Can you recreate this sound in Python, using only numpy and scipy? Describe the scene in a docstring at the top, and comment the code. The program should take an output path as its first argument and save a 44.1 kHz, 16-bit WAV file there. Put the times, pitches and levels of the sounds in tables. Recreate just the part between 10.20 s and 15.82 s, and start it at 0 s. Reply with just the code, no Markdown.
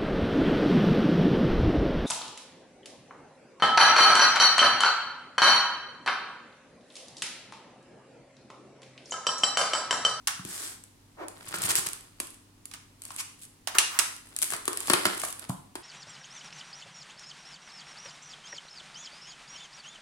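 """A fridge hums in a tiled kitchen, then a cutter's blade clacks out: bursts of noise and ringing steel.
A taped cardboard box knocks, booms and hisses round on a stone counter; bright bursts snap and tick.
The blade rasps through the tape in swelling spurts of stick-slip noise, and strained tape crinkles in grains.
The cutter clatters down on the stone; then tape snaps and cardboard cracks as the flap is pulled open.
Tiles and stone answer with a diffuse ring of decaying noise."""
import sys
import numpy as np
from scipy import signal
from scipy.fft import rfft, irfft
from scipy.io import wavfile

SR = 44100
rng = np.random.default_rng(int(sys.argv[2]) if len(sys.argv) > 2 else 0)


def to_wav(sig):
    """Store sig (one row per channel, or 1-D mono) as 16-bit WAV at the path in sys.argv[1].

    Samples outside -1..1 are clipped; the rate is SR.
    """
    pcm = np.clip(np.atleast_2d(sig), -1, 1) * 32767
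    pcm = np.round(pcm).astype(np.int16)
    wavfile.write(sys.argv[1], SR, pcm.T)  # frames by channels


N = 248046  # length in samples

# Table levels are drives: trims, filters and the room act on them afterwards.


def from_db(db):
    """Decibels to gain."""
    return 10 ** (np.asarray(db) / 20)


def rms_one(x):
    """Scale to unit rms."""
    return x / np.sqrt(np.mean(x ** 2) + 1e-20)


def at_hz(points, hz):
    """Read a table on a log-frequency axis."""
    points = np.array(points)
    return np.interp(np.log(np.maximum(hz, 1)), np.log(points[:, 0]), points[:, 1])


def gains(rows):
    """Each dB column of a curve as a gain in time, silent outside its span."""
    s, *columns = np.transpose(rows)
    t = np.arange(N) / SR
    return [from_db(np.interp(t, s, column, left=-np.inf, right=-np.inf)) for column in columns]


def strokes(rows):
    """Gain of rubbing strokes that gather speed, hold it and slow to a stop."""
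    t = np.arange(N) / SR
    return sum(from_db(db) * np.interp(t, start + np.cumsum([0, attack, hold, release]), [0, 1, 1, 0])
               for start, attack, hold, release, db in rows)


def colour(x, spectrum, size=4096):
    """Causal (minimum-phase) filter that keeps the power of white noise."""
    shape = rms_one(from_db(at_hz(spectrum, np.linspace(0, SR / 2, size // 2 + 1))))
    # folding the cepstrum onto positive time gives the minimum phase
    cepstrum = irfft(np.log(shape))
    cepstrum[1:size // 2] *= 2
    cepstrum[size // 2 + 1:] = 0
    response = irfft(np.exp(rfft(cepstrum)))
    return signal.fftconvolve(x, response[None], axes=1)[:, :N]


def band(x, low_hz, high_hz):
    """Band-pass."""
    return signal.sosfilt(signal.butter(2, [low_hz, high_hz], "band", fs=SR, output="sos"), x)


def high_pass(x, cutoff_hz, order=2):
    """Take away the bass."""
    return signal.sosfilt(signal.butter(order, cutoff_hz, "high", fs=SR, output="sos"), x)


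def ring(clicks, modes):
    """Clicks set damped resonances ringing."""
    out = 0
    for hz, db, t60 in modes:
        r = np.exp(-np.log(1000) / (t60 * SR))
        w = 2 * np.pi * hz / SR
        mode = signal.lfilter([0, np.sin(w)], [1, -2 * r * np.cos(w), r * r], clicks + 1e-18)
        out = out + from_db(db) * mode
    # a small body radiates little below its lowest mode, which is listed first
    return high_pass(out, modes[0][0] * 2 / 3)


def clicks_at(times, levels_db):
    """One impulse for each blow."""
    out = np.zeros(N)
    out[(np.asarray(times) * SR).astype(int)] = from_db(levels_db)
    return out


def stereo_noise(alike):
    """White noise partly shared by the two microphones; alike is the shared part of the power, 0-1."""
    return np.sqrt(alike) * rng.standard_normal(N) + np.sqrt(1 - alike) * rng.standard_normal((2, N))


def pan_gains(db, pan):
    """Left and right gain around a level; pan is left minus right in dB."""
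    return from_db([[db + pan / 2], [db - pan / 2]])


def bursts(times, levels_db, pans_db, t60, rise_s):
    """Stereo envelope of fractures that build up within a moment and die quickly."""
    power, t = np.zeros((2, N)), np.arange(SR // 10) / SR
    shape = np.minimum(t / rise_s, 1) * np.exp(-np.log(1000) * np.maximum(t - rise_s, 0) / t60)
    for s, db, pan in zip(times, levels_db, pans_db):
        i = int(s * SR)
        power[:, i:i + len(t)] += (pan_gains(db, pan) * shape[:N - i]) ** 2
    return np.sqrt(power)


def grains(per_s, spread_db, grain_s, alike):
    """Fibres catching and letting go: tiny bursts of uneven size at random moments; rms 1."""
    sizes = from_db(spread_db * np.minimum(rng.exponential(1, N), 3))
    born = rng.random(N) < per_s / SR
    power = signal.lfilter([1], [1, -np.exp(-2 / (grain_s * SR))], born * sizes ** 2 + 1e-18)
    return rms_one(np.sqrt(power) * stereo_noise(alike))


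def slips(per_s, uneven, spread_db, slip_s, rub):
    """Stick and slip: a ragged train of short tears over a little steady rubbing; rms 1."""
    gaps = np.exp(uneven * rng.standard_normal(N // 40)) / per_s  # the median gap is 1 / per_s
    times = np.cumsum(gaps)
    times = times[times < N / SR]
    tears = clicks_at(times, spread_db * rng.random(len(times)))
    power = signal.lfilter([1], [1, -np.exp(-2 / (slip_s * SR))], tears ** 2 + 1e-18)
    return rms_one(np.sqrt(power + rub * power.mean()) * stereo_noise(0.27))


# tint of the kitchen air: pitch_hz [Hz], level_db [dB per Hz]
AIR_COLOUR = [(20, -17.5), (50, -6), (70, -25), (100, -9), (150, -12.5), (290, -14.5), (400, -20.5),
              (600, -26.5), (1000, -25), (1500, -30), (10000, -34), (16000, -44)]
AIR_GAIN_DB = -61.5
# steady fridge lines: pitch_hz [Hz], level_db [dB rms]
FRIDGE_LINES = [(98, -65.5), (247.5, -71.5), (285, -70)]


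def background():
    """Fridge lines over room noise, whose bass reaches both microphones alike."""
    t = np.arange(N) / SR
    hum = sum(from_db(db) * np.sqrt(2) * np.sin(2 * np.pi * (hz * t + rng.random())) for hz, db in FRIDGE_LINES)
    side = high_pass(rng.standard_normal(N), 500, order=1)
    air = colour(rng.standard_normal(N) + 0.99 * side * [[1], [-1]], AIR_COLOUR)
    return hum + from_db(AIR_GAIN_DB) * air


# plastic cutter clacking, in the hand and on the stone: start_s [s], level_db [dB],
# hollow handle_db [dB], ringing steel_db [dB], thin tick of the tip_db [dB], left_right_db [dB]
CLACKS = [(0.0719, -7.5, -26.5, -18, -25, 2), (0.0758, -21, -24.5, -30, -27, -12),
          (2.5126, -32.5, -47.5, -43, -54, -6), (2.5364, -25, -39.5, -35, -48, -1),
          (2.9043, -31.5, -48, -44, -55, 2), (3.4723, -16, -28, -31, -40, -8.5),
          (3.55, -27, -42.5, -35, -49, -7), (3.584, -1, -19.5, -4.5, -6, -2),
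          (3.7890, -10.5, -24.5, -34, -8, -10), (3.795, -11.5, -26.5, -31, -15.5, -5)]
# handle skidding on the stone: start_s [s], attack_s [s], hold_s [s], release_s [s], level_db [dB]
HANDLE_SKIDS = [(3.544, 0.006, 0.006, 0.034, -31.5), (3.68, 0.072, 0.026, 0.0063, -39.5)]
# tints of shell, hollow handle and blade tip: pitch_hz [Hz], level_db [dB per Hz]
SHELL_COLOUR = [(700, -19), (1200, -6), (2300, -1), (2800, 0.5), (6300, 0.5), (10000, 0), (12000, -12.5),
                (16000, -25.5)]
HANDLE_COLOUR = [(380, -33.5), (800, -12), (1150, -5.5), (1550, -7), (2400, -15.5), (4000, -24)]
TIP_COLOUR = [(700, -23), (3500, -21), (7500, -15), (9700, -12.5), (16000, -35)]
# resonances of the steel: pitch_hz [Hz], level_db [dB], t60_s [s]
STEEL_MODES = [(2810, -12.5, 0.085), (6330, -9, 0.018), (9200, -23, 0.052)]


def cutter(shell_db, handle_db, ring_db, rattle_db, tick_db):
    """After each clack the loose blade and slider rattle on in the plastic handle; the steel rings briefly."""
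    s, db, hollow_db, steel_db, tip_db, pan = np.transpose(CLACKS)
    clack = bursts(s, db + shell_db, pan, t60=0.02, rise_s=0.001) * stereo_noise(0.21)
    rattle = bursts(s, db + rattle_db, pan / 2, t60=0.082, rise_s=0.0022)
    rattle = rattle * slips(per_s=330, uneven=0.85, spread_db=15, slip_s=0.0011, rub=0.66)
    hollow = bursts(s, hollow_db + handle_db, pan / 2, t60=0.089, rise_s=0.0046) + strokes(HANDLE_SKIDS)
    hollow = hollow * stereo_noise(0.28)
    tick = bursts(s, tip_db + tick_db, pan, t60=0.017, rise_s=0.00061) * stereo_noise(0.49)
    steel = ring(clicks_at(s, steel_db + ring_db), STEEL_MODES)
    plastic = colour(clack + rattle, SHELL_COLOUR) + colour(hollow, HANDLE_COLOUR)
    return high_pass(plastic + colour(tick, TIP_COLOUR) + steel, 380)  # too small to radiate bass


# resonances of a knock: pitch_ratio [multiple of its pitch], level_db [dB], t60_s [s]
KNOCK_MODES = [(0.72, -3, 0.0039), (1, 1.5, 0.014), (1.299, -0.5, 0.0045)]


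def knocks(times, levels_db, pitches_hz, pans_db, span):
    """Short hollow knocks, each within a factor span of the pitch of the patch that is struck or gives way."""
    out, blow = np.zeros((2, N)), signal.unit_impulse(SR // 10)
    for s, db, hz, pan in zip(times, levels_db, pitches_hz, pans_db):
        i = int(s * SR)
        tone = ring(blow, [(hz * ratio, mode_db, t60) for ratio, mode_db, t60 in KNOCK_MODES])
        tone = band(tone, hz / span, hz * span)
        out[:, i:i + len(tone)] += pan_gains(db, pan) * tone[:N - i]
    return out


# box, flap or cutter bumping down: start_s [s], box boom_db [dB], knock_db [dB], knock_hz [Hz]
BUMPS = [(0.194, -33, -38, 1290), (0.25, -33, -32.5, 288), (2.906, -55, -36, 1090), (3.4735, -74, -31, 764),
         (3.552, -64, -34.5, 440), (3.568, -65, -27, 1220), (4.8649, -31, -26, 288),
         (5.2945, -20, -32.5, 730), (5.3021, -32, -29.5, 1017)]
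# a cardboard wall giving way: start_s [s] of its tape, tape_db [dB], wall_db [dB],
# thud_db [dB], thud_hz [Hz], knock_db [dB], knock_hz [Hz], left_right_db [dB]
WALL_CRACKS = [(1.34, -47, -36, -45, 400, -25, 1386, 0),
               (2.0008, -17.5, -41.5, -32, 300, -35.5, 1100, -1.5),
               (4.3214, -27, -43.5, -35, 785, -33, 1580, 13), (4.335, -20.5, -36, -32.5, 710, -27, 1200, 1),
               (4.4783, -15, -38, -20.5, 388, -23, 1180, 1), (4.681, -30, -34.5, -40, 336, -35, 810, 0),
               (4.6984, -12, -21, -15.5, 315, -21.5, 1140, 3), (4.734, -10, -21, -22, 333, -26, 1160, 6.5),
               (4.8533, -14, -22, -18.5, 272, -20, 1400, -1),
               (5.0343, -30, -38, -24.5, 725, -25.5, 1180, -2),
               (5.554, -29, -42, -32.5, 335, -34, 996, -0.5)]
# resonances of the air-filled box: pitch_hz [Hz], level_db [dB], t60_s [s]
BOX_MODES = [(130, -11, 0.033), (157.6, -2.5, 0.044), (188, -8.5, 0.16), (261, -10, 0.048)]
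# the wall moves just after its tape; the boom of the box grows with it
WALL_LAG_S, BOOM_BELOW_WALL_DB = 0.00074, 8.5


def bumps(knock_db):
    """A blow or yielding wall gives a hollow knock and a boom in the air-filled box; a wall also thuds."""
    s, _, wall_db, low_db, low_hz, high_db, high_hz, pan = np.transpose(WALL_CRACKS)
    s = s + WALL_LAG_S
    thuds = knocks(s, low_db, low_hz, pan / 2, span=1.397)
    wall_knocks = knocks(s, high_db + knock_db, high_hz, pan, span=1.55)
    bump_s, box_db, bump_db, bump_hz = np.transpose(BUMPS)
    blows = knocks(bump_s, bump_db + knock_db, bump_hz, np.zeros(len(BUMPS)), span=1.49)
    pushes = clicks_at(bump_s, box_db) + clicks_at(s, wall_db - BOOM_BELOW_WALL_DB)
    boom = band(ring(pushes, BOX_MODES), low_hz=87, high_hz=267)
    return thuds + wall_knocks + blows + boom


# box swung round on the stone: start_s [s], attack_s [s], hold_s [s], release_s [s], level_db [dB]
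BOX_SLIDES = [(0.23, 0.097, 0.12, 0.13, -38)]
# hand brushing over the hollow box: start_s [s], attack_s [s], hold_s [s], release_s [s], level_db [dB]
HAND_BRUSHES = [(0.965, 0.056, 0.018, 0.017, -38)]
# tints of cardboard on stone and of palm on box: pitch_hz [Hz], level_db [dB per Hz]
STONE_COLOUR = [(190, -41), (300, -8), (700, -12), (1550, -6), (2500, -10.5), (5200, -6.5), (6300, -7.5),
                (8200, -0.5), (11500, -8), (16000, -21)]
PALM_COLOUR = [(130, -36), (320, -4), (650, -2.5), (980, -7), (1800, -15), (3200, -27.5), (14000, -45)]


def sliding():
    """Cardboard hisses finely over polished stone; a hand brushes the box with a dull, hollow sound."""
    hiss = grains(per_s=2600, spread_db=0.5, grain_s=0.0002, alike=0.11)
    slide = colour(strokes(BOX_SLIDES) * hiss, STONE_COLOUR)
    brush = colour(strokes(HAND_BRUSHES) * stereo_noise(0.53), PALM_COLOUR)
    return slide + brush


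# tape snaps and small ticks, a few from the cutter: start_s [s], level_db [dB], left_right_db [dB]
SNAPS_AND_TICKS = [(0.2502, -28.5, 5), (0.638, -37, 3), (1.0827, -28, -2.5), (1.3581, -44, -1),
                   (1.3873, -32, 1), (1.4189, -20, 2), (1.437, -18.5, 5), (1.4892, -23, -3),
                   (1.5538, -9, -1.5), (1.561, -16, 3), (1.566, -18.5, -6), (1.583, -28, -13),
                   (1.687, -25.5, -9), (1.7317, -25.5, -8.5), (1.808, -38, -2), (2.0702, -39.5, -16),
                   (2.104, -39.5, -6), (2.143, -41.5, -2), (2.455, -31.5, -8), (2.8191, -31, 0),
                   (2.8364, -36.5, -8), (2.8521, -30, 0), (2.9173, -38, -3), (2.9627, -27.5, -2),
                   (3.2154, -41.5, 0), (3.964, -34, 0), (4.1639, -21, 3.5), (4.188, -21, 1),
                   (4.2178, -17, 10), (4.2251, -12.5, 7), (4.23, -13, 2), (4.2423, -23, -7),
                   (4.3039, -21.5, 4), (4.313, -26, -4), (4.3645, -27.5, -2), (4.4545, -25.5, 6),
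                   (4.5307, -24, 3), (4.5725, -19, 1.5), (4.604, -21, 2), (4.672, -23, 0),
                   (4.8655, -17.5, -4), (4.978, -27, -4), (5.0166, -23.5, 8), (5.126, -25.5, -2),
                   (5.1941, -32, -12), (5.2954, -26, -3)]
# tints of tape film and cardboard: pitch_hz [Hz], level_db [dB per Hz]
TAPE_COLOUR = [(880, -25.5), (1700, -12.5), (3000, -8.5), (5800, -9.5), (8200, 0.5), (10500, 0),
               (12300, -9.5), (16000, -20)]
BOARD_COLOUR = [(100, -37), (190, -11.5), (350, 0.5), (560, -2), (800, -2), (1350, 1), (2200, -3),
                (5000, -5), (7500, -21)]
PANEL_BELOW_SNAP_DB = 31.5  # a snap barely moves the panel under it; board_db then lifts all panels
# the inner liner of a wall cracks just after the outer one, more weakly
AFTERCRACK_S, AFTERCRACK_LOSS_DB = 0.00432, 9


def snaps(board_db):
    """Snaps and ticks are bright bursts over a cardboard crunch; a wall cracks twice, liner after liner."""
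    light = [(s, db, db - PANEL_BELOW_SNAP_DB, pan) for s, db, pan in SNAPS_AND_TICKS]
    heavy = [(s, db, wall_db, pan) for s, db, wall_db, *_, pan in WALL_CRACKS]
    after = [(s + AFTERCRACK_S, db - AFTERCRACK_LOSS_DB, wall_db - AFTERCRACK_LOSS_DB, pan)
             for s, db, wall_db, pan in heavy]
    s, db, body_db, pan = np.transpose(light + heavy + after)
    crack = bursts(s, db, pan, t60=0.0085, rise_s=0.00066) * stereo_noise(0.22)
    board = bursts(s + WALL_LAG_S, body_db + board_db, pan, t60=0.031, rise_s=0.00087) * stereo_noise(0.77)
    return colour(crack, TAPE_COLOUR) + colour(board, BOARD_COLOUR)


# strain on the parcel while it is cut, points of a continuous curve: time_s [s], level_db [dB]
CUTTING_STRAIN = [(1.154, -57), (1.33, -44.5), (1.492, -34), (1.568, -47.5), (1.776, -63.5), (2.0, -67)]
# spurts of tape tearing: start_s [s], end_s [s], level_db at the end [dB]
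TAPE_SPURTS = [(1.279, 1.291, -39), (1.339, 1.364, -36), (1.420, 1.465, -31), (1.492, 1.517, -22.5),
               (1.564, 1.595, -26.5), (1.661, 1.671, -28)]
# blade scraping over a corner: start_s [s], attack_s [s], hold_s [s], release_s [s], level_db [dB]
CORNER_SCRAPES = [(2.975, 0.019, 0.013, 0.016, -35)]
# tints of the cut and of the corner: pitch_hz [Hz], level_db [dB per Hz]
BLADE_COLOUR = [(140, -20), (220, -9), (380, -2), (520, -9), (1300, -1.5), (3500, -4), (6000, -2.5),
                (9000, 5.5), (12700, -5.5), (16000, -13)]
EDGE_COLOUR = [(450, -23), (1050, -4.5), (1800, -7.5), (2600, 1.5), (3600, -7.5), (4500, -4), (9500, 1.5),
               (12000, -8), (16000, -21)]
# edges of the low, middle and high band of the crackle: edge_hz [Hz]
JERK_BAND_EDGES_HZ = [50, 2500, 7000, 17000]


def blade(swell_db, boom_db):
    """The blade speeds up through the tape in stick-slip jerks, then catches and stops."""
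    # each spurt swells to its end, then falls away within milliseconds
    level = sum(gains([(start, db - swell_db), (end, db), (end + 0.0037, db - 30)])[0]
                for start, end, db in TAPE_SPURTS)
    # low, middle and high bands get independent jerks, so the crackle varies in colour
    jerks = sum(band(slips(per_s=520, uneven=0.8, spread_db=4.0, slip_s=0.0012, rub=0.19), low, high)
                for low, high in zip(JERK_BAND_EDGES_HZ, JERK_BAND_EDGES_HZ[1:]))
    # the held box rumbles as long as the blade presses on it
    pressure = gains(CUTTING_STRAIN)[0] + level / 2
    rumble = ring(pressure * jerks.mean(axis=0), BOX_MODES[:2])
    scrape = strokes(CORNER_SCRAPES) * slips(per_s=520, uneven=0.4, spread_db=-8, slip_s=0.0012, rub=0.36)
    return colour(level * jerks, BLADE_COLOUR) + from_db(boom_db) * rumble + colour(scrape, EDGE_COLOUR)


# strain on the parcel while it is turned, then pulled open,
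# points of continuous curves: time_s [s], level_db [dB]
TURNING_STRAIN = [(2.78, -73), (2.86, -51.5), (2.984, -51), (3.074, -84), (3.248, -61), (3.32, -117)]
OPENING_STRAIN = [(4.054, -52.5), (4.212, -55), (4.35, -37), (4.39, -66), (4.524, -45), (4.878, -36),
                  (4.972, -38.5), (5.076, -69), (5.252, -44)]
# tape dragging over tape: start_s [s], attack_s [s], hold_s [s], release_s [s], level_db [dB]
TAPE_SWISHES = [(3.185, 0.054, 0.012, 0.022, -51.5), (4.225, 0.012, 0.01, 0.028, -44),
                (4.58, 0.14, 0.028, 0.03, -39), (4.97, 0.059, 0.017, 0.087, -33.5),
                (5.288, 0.0048, 0.0087, 0.05, -42.5)]


def handling(cutting_db, turning_db, opening_db, ticks_db):
    """Strained tape crinkles and ticks, cardboard fibres creak; each job has its (tape dB, cardboard dB)."""
    strain = np.array([gains(job)[0] for job in (CUTTING_STRAIN, TURNING_STRAIN, OPENING_STRAIN)])
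    tape, board = from_db([cutting_db, turning_db, opening_db]).T @ strain
    crinkle = grains(per_s=530, spread_db=5.5, grain_s=0.0047, alike=0.077)
    crinkle = (tape + strokes(TAPE_SWISHES)) * crinkle
    creak = board * grains(per_s=170, spread_db=3.0, grain_s=0.0011, alike=0.49)
    ticks = tape * grains(per_s=55, spread_db=2.0, grain_s=0.00098, alike=0.2)
    return colour(crinkle + from_db(ticks_db) * ticks, TAPE_COLOUR) + colour(creak, BOARD_COLOUR)


RIGHT_LAG_SAMPLES = 7


def sources():
    """One draw of parcel and cutter; the parcel lies nearer the left microphone, so the right lags."""
    parcel = snaps(board_db=6.5) + bumps(knock_db=3.0) + sliding()
    parcel = parcel + from_db(3.0) * blade(swell_db=6.5, boom_db=-30.5)
    parcel = parcel + handling(cutting_db=(-4, -2), turning_db=(-1.5, -5.5), opening_db=(-7, -5), ticks_db=-6.5)
    parcel = np.array([parcel[0], np.roll(parcel[1], RIGHT_LAG_SAMPLES)])
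    return parcel + cutter(shell_db=-8.0, handle_db=-5.0, ring_db=-4.0, rattle_db=-15.5, tick_db=-3.0)


# decay of the room's ring: pitch_hz [Hz], t60_s [s]
ROOM_T60 = [(500, 0.4851), (3700, 0.52), (9000, 0.45)]
# strength of the room's ring: pitch_hz [Hz], level_db [dB]
ROOM_STRENGTH = [(170, -10.5), (330, 1), (1200, -1), (4000, -4), (9000, -5), (15000, -9)]


def kitchen(x, build_s):
    """The diffuse ring of tiles and stone at both microphones; it dies sooner in the top treble."""
    t = np.arange(SR * 3 // 4) / SR
    edges = np.geomspace(70, 17500, 17)
    white, response = rng.standard_normal((2, 2, len(t))), 0
    for k, (low, high) in enumerate(zip(edges, edges[1:])):
        hz = np.sqrt(low * high)
        mid, side = band(white[k % 2], low, high)
        apart = min(hz / 400, 1) ** 2 / 2  # long waves reach both microphones alike
        noise = np.sqrt(1 - apart) * mid + np.sqrt(apart) * side * [[1], [-1]]
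        decay = np.exp(-np.log(1000) * t / at_hz(ROOM_T60, hz))
        envelope = rms_one(np.minimum(t / build_s, 1) * decay)
        response = response + noise * from_db(at_hz(ROOM_STRENGTH, hz)) * envelope
    return signal.fftconvolve(x[None], response / np.sqrt(len(t)), axes=1)[:, :N]


# the band that the counter's reflection weakens: centre, sharpness, depth 0-1
COUNTER_DIP_HZ, COUNTER_DIP_Q, COUNTER_DIP_SHARE = 526, 2.63, 0.34


def counter(x):
    """The reflection from the stone partly cancels a band in the low middle."""
    dip = signal.lfilter(*signal.iirpeak(COUNTER_DIP_HZ, COUNTER_DIP_Q, fs=SR), x)
    return x - COUNTER_DIP_SHARE * dip


def scene():
    """Several independent draws feed the room, which keeps its ring smooth and diffuse."""
    direct, room_only = sources(), sources()
    feeds = [*direct, *room_only]
    room = sum(kitchen(feed, build_s=0.0023) for feed in feeds) / np.sqrt(len(feeds))
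    return counter(direct + room) + background()


CUTOFF_HZ = 16200


def record(dry):
    """The loudest peaks are rounded and the top is cut."""
    rounded = np.tanh(dry)
    return signal.sosfilt(signal.ellip(10, .1, 80, CUTOFF_HZ, fs=SR, output="sos"), rounded)


dry = scene()
out = record(dry)
to_wav(out)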